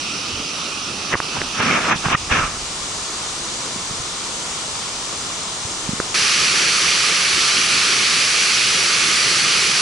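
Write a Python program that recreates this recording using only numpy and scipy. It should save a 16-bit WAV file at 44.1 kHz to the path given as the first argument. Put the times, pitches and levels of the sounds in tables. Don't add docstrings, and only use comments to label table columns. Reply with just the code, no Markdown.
import sys
import numpy as np
from scipy import signal
from scipy.fft import rfft, irfft, next_fast_len
from scipy.io import wavfile
from scipy.ndimage import uniform_filter1d, minimum_filter1d, map_coordinates

SR = 44100
rng = np.random.default_rng(int(sys.argv[2]) if len(sys.argv) > 2 else 0)


def waveform_to_disk(signal):
    frames = np.transpose(np.atleast_2d(signal))
    scaled = np.clip(frames, -1, 1) * 32767
    samples = np.round(scaled).astype(np.int16)
    wavfile.write(sys.argv[1], SR, samples)


N = 432621


def amp(db):
    return 10 ** (np.asarray(db) / 20)


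def unit(x):
    return x / np.sqrt(np.mean(x.mean(0) ** 2) + 1e-20)


def wobble(rate):
    return map_coordinates(rng.standard_normal(int(N * rate / SR) + 4), [np.arange(N) * rate / SR])


def filtered(x, response):
    size = next_fast_len(N + SR // 2)
    return irfft(rfft(x, size) * response(np.fft.rfftfreq(size, 1 / SR)), size)[..., :N]


def coloured(pair, table):
    f, db, alike, balance_db = np.transpose(table)
    size = next_fast_len(N + SR // 2)
    hz = np.fft.rfftfreq(size, 1 / SR) + 1
    along = lambda column: np.interp(np.log(hz), np.log(f), column)
    end_fades = np.minimum(hz / f[0], 1) ** 3 * np.minimum(f[-1] / hz, 1) ** 8
    mid, side = rfft(pair, size) * amp(along(db)) * end_fades
    side *= np.tan(np.arccos(np.clip(along(alike), -.95, .99)) / 2)
    lean = amp(along(balance_db) / 2)
    return unit(irfft([(mid + side) * lean, (mid - side) / lean], size)[:, :N])


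def clumped(x, patchy_db):
    spectra = signal.stft(x, nperseg=512)[2]
    patches = uniform_filter1d(rng.standard_normal(spectra.shape[1:]), size=7, axis=0)
    patches = uniform_filter1d(patches, size=14, axis=1)
    return signal.istft(spectra * amp(patchy_db * patches / patches.std()), nperseg=512)[1][:, :N]


def churn(patchy_db):
    return clumped(rng.standard_normal((2, N)), patchy_db)


def reflected(x, delay_s, echo_db):
    echo = lambda hz: amp(echo_db) * np.exp(-2j * np.pi * hz * delay_s) / (1 + (hz / 4000) ** 4)
    return filtered(x, lambda hz: 1 + echo(hz))


def turn_done(start_s=1.35, length_s=1.57):
    progress = np.clip((np.arange(N) / SR - start_s) / length_s, 0, 1)
    return np.sin(np.pi / 2 * progress) ** 2


# f/Hz, relative level/dB,
# left-right likeness (1 = the same), left over right/dB
CREEK_BEFORE = [(25, -17, 0.92, 1), (140, -4, 0.95, -2.2), (290, -0.8, 0.98, -2.1), (560, -8, 0.87, -1.7),
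                (1020, -8, 0.58, -3.5), (1270, -0.5, 0.73, -4.9), (1610, -12.5, 0.14, -1.3),
                (2130, -10.5, 0.6, 2), (2540, -1, 0.54, -4.5), (3400, -6.5, 0.42, -4), (4600, -5, 0.82, -2),
                (5920, -3.5, 0.5, -3), (6800, -13, 0.07, -3.5), (10550, -19.5, 0.5, -1.5)]
CREEK_AFTER = [(25, -8, 0.98, 1), (180, -1, 0.95, -1.9), (390, -0.5, 0.91, -2.5), (605, -5, 0.85, -3),
               (980, 0.3, 0.86, -2.5), (1460, -2.5, 0.36, -6.5), (1550, -8, 0.31, -4.5),
               (2120, -5.5, 0.2, 2), (2450, -6, 0.81, 1.0), (3230, -4.5, -0.14, 2), (6500, -1.3, 0.75, 0.8),
               (6760, -3.0, -0.17, 4), (8560, -6.5, 0.34, 0.5), (10750, -17.5, 0.31, 0)]


def creek(before_db=-26.5, after_db=-27.5, dip_db=2.1):
    turn = turn_done()
    db = before_db + (after_db - before_db) * turn - dip_db * np.sin(np.pi * turn ** 2)
    before = coloured(churn(patchy_db=1.27), CREEK_BEFORE)
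    after = coloured(churn(patchy_db=0.66), CREEK_AFTER)
    after = reflected(after, delay_s=0.001714, echo_db=-20.0)
    return amp(db + 0.12 * wobble(4.8)) * (np.sqrt(1 - turn) * before + np.sqrt(turn) * after)


def press(s, rise_s, hold_s, release_s):
    t = np.arange(N) / SR - s
    away = np.maximum(-t / rise_s, 0) + np.maximum((t - hold_s) / release_s, 0)
    return amp(-20 * np.minimum(away, 10))


# f/Hz, relative level/dB, left-right likeness, left over right/dB
GRIP_TONE = [(25, 3, .95, -5), (60, 0.5, 0.99, -3), (131, -4, 0.87, -5), (220, -17, .95, -10)]
# t/s at full pressure, rise/s, hold/s, release/s, level/dB
GRIP_MOVES = [(0.335, .08, .075, .06, -46), (1.40, .1, .02, .09, -40), (2.03, .45, .3, 1.3, -37),
              (5.88, .4, .24, .2, -45)]


def grip_rumble(before_db=-63, after_db=-54):
    holding = amp(before_db + (after_db - before_db) * turn_done())
    shifting = sum(amp(db) * press(*timing) for *timing, db in GRIP_MOVES)
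    rumble = coloured(rng.standard_normal((2, N)), GRIP_TONE)
    return np.hypot(holding, shifting) * amp(2.9 * wobble(11)) * rumble


def strikes(rows, rise):
    out, t = np.zeros(N + SR), np.arange(SR // 8) / SR
    for s, db, hz, cycles in rows:
        age = hz * t / cycles
        ring = np.sin(2 * np.pi * hz * t) * amp(-60 * age) * (1 - np.exp(-age / rise))
        out[round(s * SR):][:len(t)] += amp(db) * ring / np.abs(ring).max()
    return out[:N]


# t/s, level/dB, f/Hz
HAND_BUMPS = [(0.334, -26, 100), (0.401, -21, 269), (1.151, -20, 94), (1.384, -24, 118), (1.958, -18, 172),
              (2.062, -12, 144), (2.147, -9.5, 150), (2.311, -17.5, 62), (3.76, -23, 191),
              (3.91, -22.5, 161), (4.001, -25, 124), (5.65, -23.5, 105), (5.891, -12, 190),
              (5.933, -15, 210)]


def bumps():
    return strikes([(s, db, hz, 3.5) for s, db, hz in HAND_BUMPS], rise=0.11) * amp([[-2], [2]])


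def slips(rate, uneven_db):
    jerks = np.zeros((2, N))
    slipping = rng.random((2, N)) < rate / SR
    push, spread = rng.standard_normal((2, slipping.sum()))
    jerks[slipping] = push * amp(uneven_db * spread)
    return jerks


def resonance(hz, centre_hz, width_hz):
    return 1j * hz * width_hz / (centre_hz ** 2 - hz ** 2 + 1j * hz * width_hz)


# f/Hz, relative level/dB, left-right likeness, left over right/dB
RUB_TONE = [(110, -2, 0.98, -3.5), (230, 1.5, 0.97, -4.5), (430, -4.5, 0.87, -3), (900, -1.5, .1, 0.5),
            (1050, 1.5, 0.59, 1), (1300, -4, 0.68, -1), (1730, -2, 0.55, 0)]
SCRAPE_TONE = [(1670, -1, 0.52, -1.5), (2030, -3.5, .45, 2), (2260, 1.5, 0.66, -1), (2720, -1, .55, 0),
               (2970, -6, .1, 0), (3350, -10.5, -.2, 0), (3700, -12, 0, -1), (4250, -24, .3, 0),
               (6000, -14.5, 0.024, 2)]
# t/s at full pressure, rise/s, hold/s, release/s, rub level/dB,
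# scrape over rub/dB, hollow ring over rub/dB
FINGER_STROKES = [(1.133, .04, 0.013, 0.031, -22, -1, -4), (1.366, 0.1, .004, .14, -28.5, -8, -9),
                  (1.605, .07, .04, .1, -22, -1.5, -3), (1.70, .13, 0.073, .12, -22.5, 1, -1.5),
                  (1.913, 0.14, .024, .03, -17.5, -2, -5), (2.055, 0.035, 0.0046, .04, -23, 0, -5),
                  (2.133, .08, 0.019, 0.013, -20, 1, -4), (2.318, 0.03, 0.033, 0.12, -19, 1.5, -5),
                  (2.385, .04, 0.033, 0.16, -27.5, -2, 5)]


def rubbing():
    power = np.zeros((3, N))
    for *timing, db, scrape_db, ring_db in FINGER_STROKES:
        power += (amp([[db], [db + scrape_db], [db + ring_db]]) * press(*timing)) ** 2
    rub_gain, scrape_gain, ring_gain = np.sqrt(power)
    judder = amp(1.14 * wobble(110))
    rub = coloured(clumped(slips(rate=9000, uneven_db=1.2), patchy_db=1.6), RUB_TONE)
    scrape = coloured(clumped(slips(rate=13000, uneven_db=1.7), patchy_db=1.3), SCRAPE_TONE)
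    hollow = lambda hz: resonance(hz, centre_hz=1276, width_hz=270) ** 2
    ring = unit(filtered(rng.standard_normal((1, N)), hollow)) * amp([[-1.5], [1.5]])
    return judder * (rub_gain * rub + scrape_gain * scrape) + ring_gain * ring


# t/s, level/dB, f/Hz, ring length/cycles, push level relative to the tick/dB
FINGER_KNOCKS = [(1.129, -9, 1950, 18, -20), (1.139, -1.5, 1760, 12, -4), (1.1445, -3, 1900, 16, -7),
                 (1.1535, -3, 1050, 9, -6), (1.2025, -1, 1230, 3.6, -24), (1.369, -16.5, 900, 11, -13),
                 (1.4165, -8.5, 1880, 7, -5.5), (1.603, -9, 1070, 4.1, -13), (2.057, -10, 1060, 12, -14),
                 (2.0849, -6, 1050, 4.3, -12), (2.1486, -4, 1220, 22, -13), (2.152, -6, 1880, 26, -21),
                 (6.001, -7, 1340, 6, -2)]


def knocks(push_hz=450, muffle_hz=2800):
    ticks = strikes([row[:4] for row in FINGER_KNOCKS], rise=0.068)
    pushes = strikes([(s, db + push_db, push_hz, 3) for s, db, _, _, push_db in FINGER_KNOCKS], rise=0.14)
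    muffle = lambda hz: 1 / np.sqrt(1 + (hz / muffle_hz) ** 12)
    return filtered(ticks + pushes, muffle) * amp([[-1], [1]])


# t/s, half-length/s, loss/dB
CREEK_DUCKS = [(1.15, .013, 4), (1.611, .008, 9), (1.929, 0.034, 10), (2.143, 0.025, 10)]


def creek_ducking():
    t = np.arange(N) / SR
    loss_db = sum(db * np.maximum(0, 1 - ((t - s) / half_s) ** 2) for s, half_s, db in CREEK_DUCKS)
    return amp(-loss_db)


def squeak(start_s=1.955, level_db=-34, from_hz=6000, to_hz=2300, sink_s=0.014):
    since = np.maximum(np.arange(N) / SR - start_s, 0)
    hz = to_hz + (from_hz - to_hz) * np.exp(-since / sink_s)
    gain = amp(level_db) * press(start_s, rise_s=0.008, hold_s=0.024, release_s=0.008)
    return gain * np.sqrt(2) * np.sin(2 * np.pi * np.cumsum(hz) / SR)


# f/Hz, relative level/dB, left-right likeness, left over right/dB
POOL_TONE = [(25, -11, 0.85, -1.2), (70, -8, 0.86, -1.7), (170, 1.1, 0.95, -2.5), (278, -3.5, 0.86, -2.1),
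             (394, 1, 0.91, -1.5), (720, -7.5, 0.73, -3.7), (930, -6.5, 0.73, -3)]
SPRAY_TONE = [(1045, -11.5, 0.71, -4), (1197, -3, 0.76, -6), (1510, -5, 0.88, -2), (1980, -4.3, 0.59, 1.5),
              (2350, -1, 0.4, -7), (2940, -1.7, 0.93, -1.9), (3760, -5, 0.78, 0), (4530, 0, 0.95, -1.0),
              (5400, -4.5, 0.73, 0.4), (5890, -2, 0.84, 0.5), (6760, -9.5, 0.66, -2.5),
              (9500, -14, 0.79, 1.8), (10330, -12.5, 0.83, -0.5)]


def waterfall(pool_db=-34, spray_db=-16.5):
    surge = wobble(5)
    pool = amp(pool_db + 0.17 * surge + 0.45 * wobble(12)) * coloured(churn(patchy_db=1.23), POOL_TONE)
    spray = amp(spray_db + 0.11 * surge) * coloured(churn(patchy_db=0.63), SPRAY_TONE)
    return pool + spray


def scene(cut_s=6.143):
    walk = creek_ducking() * creek() + rubbing() + grip_rumble() + bumps() + knocks() + squeak()
    return np.where(np.arange(N) / SR < cut_s, walk, waterfall())


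def limiter(x, ceiling_db, hold_s):
    needed = np.minimum(1, amp(ceiling_db) / (np.abs(x).max(0) + 1e-9))
    span = int(hold_s * SR)
    held = minimum_filter1d(needed, span, origin=span // 4)
    return x * uniform_filter1d(held, span // 2)


def record(dry):
    return filtered(limiter(dry, ceiling_db=-3.0, hold_s=0.027), lambda hz: hz < 11100)


dry = scene()
out = record(dry)
waveform_to_disk(out)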